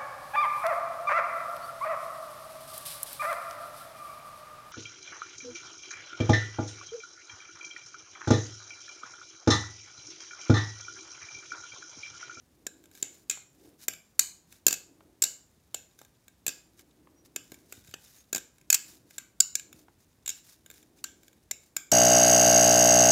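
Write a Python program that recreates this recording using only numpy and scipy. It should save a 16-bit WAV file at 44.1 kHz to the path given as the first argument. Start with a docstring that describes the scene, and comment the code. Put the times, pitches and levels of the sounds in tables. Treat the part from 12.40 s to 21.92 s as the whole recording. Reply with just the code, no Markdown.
"""Butterfly knife flipped in a small bedroom

A butterfly knife is flipped by hand close to a phone. Its handles slap against each other and the blade, chatter
for a few milliseconds and bounce: noisy blows ring metal modes. The loose pivots tick lightly and squeak twice.
Between the clacks, coloured noise makes skin and sleeve rub, the knife bumps dully into the fingers,
and a low swish comes and goes over steady air. The walls echo all but the rubbing, swish and air."""
import sys
import numpy as np
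from scipy import signal
from scipy.fft import rfft, irfft, next_fast_len
from scipy.io import wavfile
from scipy.ndimage import map_coordinates

SR = 44100
rng = np.random.default_rng(int(sys.argv[2]) if len(sys.argv) > 2 else 0)


def transcribe(signal):
    """Save signal, clipped to [-1, 1], as a 16-bit WAV file at the path in sys.argv[1]."""
    frames = np.atleast_2d(signal).T
    limited = np.clip(frames, -1, 1)
    pcm = np.round(limited * 32767).astype(np.int16)
    wavfile.write(sys.argv[1], SR, pcm)


N = 419832
HIT_SIZE = 4096  # length of one hit, in samples
STRIKE_SPREAD_DB = 2  # random spread of each mode's level from hit to hit

# Modes of the hand-damped knife, from hollow to bright.
# Each row: frequency in Hz, bandwidth in Hz, level in dB relative to the other modes of its group.
CLACK = [(2176, 260, -7), (2624, 390, -4), (2900, 260, -4.5), (3680, 300, 0.5)]
RING = [(4400, 990, -12.5), (4880, 650, -9.5), (5660, 380, -8.5), (6350, 580, -8), (7182, 240, 3),
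        (7730, 260, -4), (8270, 790, -14)]
SHEEN = [(9930, 3300, -13), (11280, 290, -6), (11560, 990, -2.5), (13950, 1300, -2.5), (15110, 580, -1.5)]


def amp(db):
    """Decibels to gain."""
    return 10 ** (np.asarray(db) / 20)


def along(points, hz):
    """Read (Hz, value) points on a log frequency axis."""
    f, v = np.transpose(points)
    return np.interp(np.log(hz + 1), np.log(f + 1), v)


def wobble(rate):
    """A smooth random curve with rate knots a second."""
    knots = rng.standard_normal(int(N * rate / SR) + 4)
    return map_coordinates(knots, [np.arange(N) * rate / SR])


def filtered(x, response):
    """x times a response of frequency."""
    size = next_fast_len(len(x) + HIT_SIZE)
    hz = np.fft.rfftfreq(size, 1 / SR)
    return irfft(rfft(x, size) * response(hz), size)[:len(x)]


def coloured(x, spectrum):
    """x with a (Hz, dB) colour, at rms 1."""
    sound = filtered(x, lambda hz: amp(along(spectrum, hz)))
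    return sound / np.std(sound)


def add(track, s, sound):
    """Mix a sound into the track at time s."""
    part = track[max(round(s * SR), 0):][:len(sound)]
    part += sound[:len(part)]


def swells(rows):
    """Summed power of bell-shaped (middle s, peak dB, half length s) swells."""
    t, power = np.arange(N) / SR, np.zeros(N)
    for s, db, half_length in rows:
        near = slice(*np.searchsorted(t, [s - 4 * half_length, s + 4 * half_length]))
        power[near] += amp(db) ** 2 * np.exp(-((t[near] - s) / half_length) ** 2)
    return power


def resonate(force, modes, detune):
    """Ring the modes at fresh strengths, as each blow lands on another spot; energy of rms 1 over 5 ms."""
    chance = rng.standard_normal((len(modes), 2))
    tuned = [(hz * (1 + detune * a), width, amp(db + STRIKE_SPREAD_DB * b))
             for (hz, width, db), (a, b) in zip(modes, chance)]

    def response(f):
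        # neighbouring modes alternate in sign
        return sum((-1) ** k * gain * 1j * f * width / (hz * hz - f * f + 1j * f * width)
                   for k, (hz, width, gain) in enumerate(tuned))

    ring = filtered(force, response)
    return ring / np.linalg.norm(ring) * np.sqrt(.005 * SR)


def contact(chatter, grit, grit_t60):
    """Force of one blow: a strike, a noisy buzz of tiny rebounds in the pivot's play, then a dying grating."""
    t = np.arange(HIT_SIZE) / SR
    fall = amp(-60 * np.maximum(t - chatter, 0) / grit_t60)
    force = grit * rng.standard_normal(HIT_SIZE) * fall
    force[0] += 1
    return force


def blows():
    """Slaps and rebounds, the soft ones hollower: the sound towards the phone and that towards the walls."""
    # A swinging handle slaps home; the grip sets pitch and strength of the two bending modes.
    # Each row: start in seconds, ring level in dB, thud in dB re ring, sheen in dB re ring,
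    # level towards the walls in dB re direct, low bend in Hz, its dB re clack, high bend in Hz, its dB re clack.
    slap_rows = [(0.2663, -29, -13, -13, -1.5, 1633, -3, 2490, -7.5),
                 (0.6256, -22, -19.5, -16.5, 2.5, 1650, -15.5, 2520, -7),
                 (.897, -21, -27.5, -15, 6, 1670, -13.5, 2450, -1.5),
                 (1.482, -22, -16, -4, 1.5, 1640, -7, 2400, 1),
                 (1.7932, -11.5, -34, -9.5, 3, 1680, -13.5, 2420, -3),
                 (2.266, -10.5, -19, -7.5, 0, 1630, -7, 2630, 1),
                 (2.8208, -15, -27.5, -12, 4, 1640, -12.5, 2540, -14),
                 (3.344, -27.5, -16, -11, 3.5, 1713, -13, 2700, -5),
                 (4.0649, -25.5, -17.5, -3.5, -1, 1740, -10, 2560, 2.5),
                 (4.0787, -23, -17.5, -9, 3, 1665, -8, 2560, -1),
                 (4.961, -27.5, -15.5, -10, 0.5, 1660, -7.5, 2550, 0.5),
                 (5.3234, -41, -9.5, -3, 4, 1500, -6, 2000, -12),
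                 (5.5392, -38.5, -6.5, -13, 0, 1700, -1, 2580, 2.5),
                 (5.9286, -25, -13, -8, 0, 1610, -4.5, 2430, -9.5),
                 (6.3017, -13.5, -40, -7, -1.5, 1686, -9, 2555, 2.5),
                 (6.7814, -31.5, -23, -8, 1.5, 1554, -4, 2240, -11.5),
                 (7.0026, -8.5, -41, -15, -1.5, 1530, -11, 2885, -13.5),
                 (7.1534, -20, -33.5, -12.5, 0, 1660, -9, 2280, -14),
                 (7.8599, -34, -28.5, -13, 3.5, 1660, -14.5, 2820, -13),
                 (8.6407, -28, -45, -11, 2, 1540, -3.5, 2885, -9),
                 (9.1109, -24.5, -19, -11.5, 0, 1725, -17, 2200, -5),
                 (9.365, -23, -25, -8.5, 1.5, 1570, -3, 2280, -3),
                 (9.5165, -16, -48, -13.5, -4, 1470, -5.5, 2950, -4)]
    # The handle bounces and lands again, still in the grip of the slap before.
    # Each row: start in seconds, ring level in dB.
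    rebound_rows = [(0.91, -29), (1.535, -45), (2.2818, -17.5), (2.3079, -28), (2.3268, -23), (2.338, -31),
                    (2.8376, -17), (2.8496, -33.5), (4.0908, -34), (5.9476, -24.5), (5.958, -28),
                    (5.9672, -34), (5.9786, -34.5), (6.327, -14), (6.3429, -14), (6.3536, -32.5),
                    (7.1957, -38.5), (7.877, -27), (7.891, -26), (7.8998, -30)]
    medium_clack_db, medium_blow_db = -9.5, -25.5  # clack re ring, in a blow of medium strength
    clack_fall = .42  # dB less clack for each dB more strength: hard blows are brighter
    chatter_s, chatter_spread = 0.0023, 0.33  # typical buzz, and its log spread from blow to blow

    direct, outward = np.zeros((2, N))
    starts = [row[0] for row in slap_rows]
    rebounds = [(s, db, *slap_rows[np.searchsorted(starts, s) - 1][2:]) for s, db in rebound_rows]
    for s, db, thud_db, sheen_db, wall_db, *bends in list(slap_rows) + rebounds:
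        clack_db = medium_clack_db - clack_fall * (db - medium_blow_db)
        colour = thud_db, clack_db, sheen_db, bends
        chatter = chatter_s * np.exp(chatter_spread * rng.standard_normal())
        force = contact(chatter, grit=0.57, grit_t60=0.016)
        add(direct, s, amp(db) * slap(force, *colour))
        # summed over all directions, the ripples of the chatter even out
        smooth_force = contact(chatter, grit=.04, grit_t60=.016)
        add(outward, s, amp(db + wall_db) * slap(smooth_force, *colour))
    return direct, outward


def slap(force, thud_db, clack_db, sheen_db, bends):
    """A bright ring near 7 kHz and a metallic sheen over a hollow clack."""
    ring = resonate(force, RING, detune=0.015)
    sheen = amp(sheen_db) * resonate(force, SHEEN, detune=0.017)
    return ring + sheen + knock(force, thud_db, clack_db, bends)


def knock(force, thud_db, clack_db, bends):
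    """The handles' bending modes, shifted by the grip, and just after them the dull push into the hand."""
    # The hand that takes the blow. Each row: frequency in Hz, bandwidth in Hz, relative level in dB.
    hand_modes = [(170, 170, -6.5), (390, 200, -1), (720, 210, -8.5)]
    low_hz, low_db, high_hz, high_db = bends
    bend = amp(low_db) * resonate(force, [(low_hz, 110, 0)], detune=0.0066)
    bend += amp(high_db) * resonate(force, [(high_hz, 170, 0)], detune=0.0089)
    overtones = resonate(force, CLACK, detune=.025)
    clack = amp(clack_db) * (bend + amp(-2.0) * overtones)
    push = contact(0.00086, grit=0.079, grit_t60=0.01)
    add(clack, .001, amp(thud_db) * resonate(push, hand_modes, detune=0.063))
    return clack


def ticks():
    """Light, crisp touches in the pivots: thinner, with less ring."""
    # Light ticks of the pivots. Each row: start in seconds, level in dB.
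    tick_rows = [(.4395, -58.5), (.4567, -59), (.5142, -59), (.5512, -52.5), (.5751, -54.5), (2.1252, -51),
                 (3.5898, -53), (3.6155, -53.5), (3.6491, -57), (3.8813, -51), (4.3932, -55), (5.1189, -46),
                 (5.1431, -51.5), (5.447, -61.5), (5.4745, -56), (5.493, -61), (5.5118, -55), (6.183, -60),
                 (6.2129, -60.5), (6.7086, -53), (7.3282, -49), (8.2618, -50.5), (8.3014, -46.5),
                 (8.3123, -50.5), (8.34, -58), (8.428, -59), (8.833, -58), (8.8813, -54), (8.93, -62)]
    # Bending modes in a loose grip: low bend in Hz, its dB re clack, high bend in Hz, its dB re clack.
    loose_bends = (1609.5, -5, 2221.5, -11.5)
    thud_db, clack_db = -11.5, -2.5  # re the tick
    track = np.zeros(N)
    for s, db in tick_rows:
        force = contact(.001, grit=.12, grit_t60=.018)
        tick = amp(-1) * resonate(force, RING, detune=.02)
        tick += amp(-3.5) * resonate(force, SHEEN, detune=0.057)
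        add(track, s, amp(db) * (tick + knock(force, thud_db, clack_db, loose_bends)))
    return track


def squeaks():
    """A dry pivot sticks and slips as it turns, heard as a thin, wavering whistle."""
    # Squeaks of the pivot. Each row: middle in seconds, peak level in dB, mean pitch in Hz,
    # half length in seconds.
    squeak_rows = [(4.792, -68, 5760, 0.019), (5.798, -61.5, 6500, 0.014)]
    track = np.zeros(N)
    t = np.arange(-HIT_SIZE, HIT_SIZE) / SR
    for s, db, hz, half_length in squeak_rows:
        waver = 1 + 0.0056 * wobble(203)[:len(t)]
        tone = np.sqrt(2) * np.sin(2 * np.pi * np.cumsum(hz * waver) / SR)
        swell = np.exp(-(t / half_length) ** 2 / 2)
        add(track, s + t[0], amp(db) * swell * tone)
    return track


def bumps():
    """Flesh damps a contact to one dull, broad knock."""
    # Soft bumps of knife and hand. Each row: start in seconds, level in dB, pitch in Hz before a slight detune.
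    bump_rows = [(.974, -49.5, 750), (2.607, -54.5, 760), (3.615, -50, 630), (4.672, -54.5, 657),
                 (5.12, -43, 295), (5.377, -49.5, 107.6), (5.409, -58, 80), (5.486, -48.5, 128),
                 (7.344, -56, 120), (7.483, -53.5, 716), (7.784, -57, 119.3)]
    track = np.zeros(N)
    for s, db, hz in bump_rows:
        force = contact(0.0015, grit=0.123, grit_t60=0.023)
        push = filtered(force, lambda f: 1 / (1 + 1j * f / (2 * hz)))  # gentle low-pass
        add(track, s, amp(db) * resonate(push, [(hz, hz, 0)], detune=0.017))
    return track


def rubbing():
    """Skin and sleeve slide over the metal in strokes of clumped grains, with noise stirring the knife's modes."""
    # Strokes along the handles, ahead of the mix of grains and metal.
    # Each row: middle in seconds, peak level in dB, half length in seconds.
    stroke_rows = [(.58, -56.5, 0.029), (.76, -63, 0.042), (1.25, -69.5, 0.085), (1.425, -53, 0.021),
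                   (2.14, -61, 0.036), (3.62, -66, 0.028), (4.395, -58.5, .014), (4.861, -59, .008),
                   (5.13, -66.5, 0.11), (5.36, -60.5, 0.046), (5.49, -59.5, .04), (5.65, -59, .045),
                   (5.765, -60, 0.05), (6.50, -56, 0.054), (6.75, -62.5, 0.051), (7.39, -62.5, 0.032),
                   (7.62, -66.5, 0.023), (7.97, -55.5, 0.019), (8.10, -57, 0.043), (8.36, -60, 0.047),
                   (8.59, -62.5, .015), (8.86, -70, 0.042), (9.25, -66.5, 0.033)]
    # Colour of the grains. Each row: frequency in Hz, relative level in dB per Hz.
    grain_colour = [(350, -40), (600, -10), (1280, -9.5), (1590, -4), (3430, -10.5), (3730, -4.5),
                    (6640, -0.5), (7620, -5), (15100, -5.5), (16000, -10.5)]
    # faint rubbing of the restless fingers: middle level and wander in dB, shifts per second
    grip_db, grip_wander_db, grip_shifts = -76.5, 2, 3.4
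    grip = amp(grip_db + grip_wander_db * wobble(grip_shifts))
    power = grip ** 2 + swells(stroke_rows)
    grains = rng.standard_normal(N) * amp(3.2 * wobble(900) + 2.0 * wobble(84))
    catches = rng.standard_normal(N) * amp(7 * wobble(150))
    metal = resonate(catches, CLACK + RING, detune=.005)
    texture = amp(1.0) * coloured(grains, grain_colour) + amp(-7.5) * metal / np.std(metal)
    return np.sqrt(power) * texture


def low_swish():
    """Low coloured noise that comes and goes in bell-shaped swells."""
    # Low swishes. Each row: middle in seconds, peak level in dB, half length in seconds.
    swish_rows = [(.38, -63.5, 0.18), (.75, -64.5, .12), (1.27, -56.5, 0.067), (2.6, -63, 0.16),
                  (4.75, -64.5, 0.33), (5.25, -64.5, 0.1), (6.55, -66, .25), (7.35, -61, .1),
                  (8.62, -64, .25), (9.48, -71, 0.14)]
    # Colour of the swish. Each row: frequency in Hz, relative level in dB per Hz.
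    swish_colour = [(120, -34.5), (220, -10), (310, 2), (420, -9.5), (700, -18.5), (1500, -37)]
    return np.sqrt(swells(swish_rows)) * coloured(rng.standard_normal(N), swish_colour)


def room_air():
    """Steady room air: noise weighted towards the bass, at -65.5 dB."""
    # Colour of the air. Each row: frequency in Hz, relative level in dB per Hz.
    air_colour = [(25, -24), (40, -12), (55, -2), (90, -4.5), (160, -6.5), (300, -10), (500, -17.5),
                  (1000, -23), (2500, -29), (5000, -32.5), (9000, -33), (16000, -36)]
    return amp(-65.5) * coloured(rng.standard_normal(N), air_colour)


def bedroom(x, first_wall, build_up):
    """The walls answer after a short gap (times in s); each frequency dies at its own speed."""
    # Decay of the room. Each row: frequency in Hz, time to fall by 60 dB in seconds.
    decay_times = [(150, .35), (600, 0.47), (1600, 0.33), (4000, 0.36), (7200, 0.36), (11000, 0.29),
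                   (16000, .3)]
    # Strength of the echo ahead of its build-up. Each row: frequency in Hz, level in dB re the sound sent in.
    echo_levels = [(150, -10), (700, -10.5), (1600, -7.5), (4000, -11.5), (7200, -14.5), (11000, -15),
                   (16000, -17.5)]
    hz, t, z = signal.stft(rng.standard_normal(SR * 2 // 3), SR, nperseg=256)
    t60 = along(decay_times, hz)[:, None]
    energy = t60 * SR / (2 * np.log(1000))  # of a unit tail, so that T60 leaves the level alone
    fall_db = along(echo_levels, hz)[:, None] - 60 * t / t60
    tail = signal.istft(z * amp(fall_db) / np.sqrt(energy), SR, nperseg=256)[1]
    onset = np.clip((np.arange(len(tail)) / SR - first_wall) / build_up, 0, 1)
    return signal.fftconvolve(x, tail * onset)[:N]


def scene():
    """The knife, its echo and the quiet around it."""
    direct, outward = blows()
    touches = ticks() + bumps() + squeaks()
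    echo = bedroom(outward + touches, first_wall=0.001, build_up=0.0085)
    return (direct + touches + echo + rubbing() + low_swish() + room_air())[None]


def record(dry):
    """The phone rounds off the highest peaks, drops the deepest bass and rolls off at its band limit."""
    # Treble roll-off of the microphone. Each row: frequency in Hz, gain in dB.
    roll_off = [(15000, -1), (15700, -4), (16100, -16)]
    top_hz, edge_hz = 16500, 600  # silent above the top; the edge is the width of the fade below it
    rounded = dry / (1 + np.abs(dry / .95) ** 10) ** (1 / 10)

    def response(hz):
        bass_cut = (1j * hz / (1j * hz + 28)) ** 2
        band_limit = np.clip((top_hz - hz) / edge_hz, 0, 1)
        return bass_cut * amp(along(roll_off, hz)) * band_limit

    return np.array([filtered(channel, response) for channel in rounded])


dry = scene()
out = record(dry)
transcribe(out)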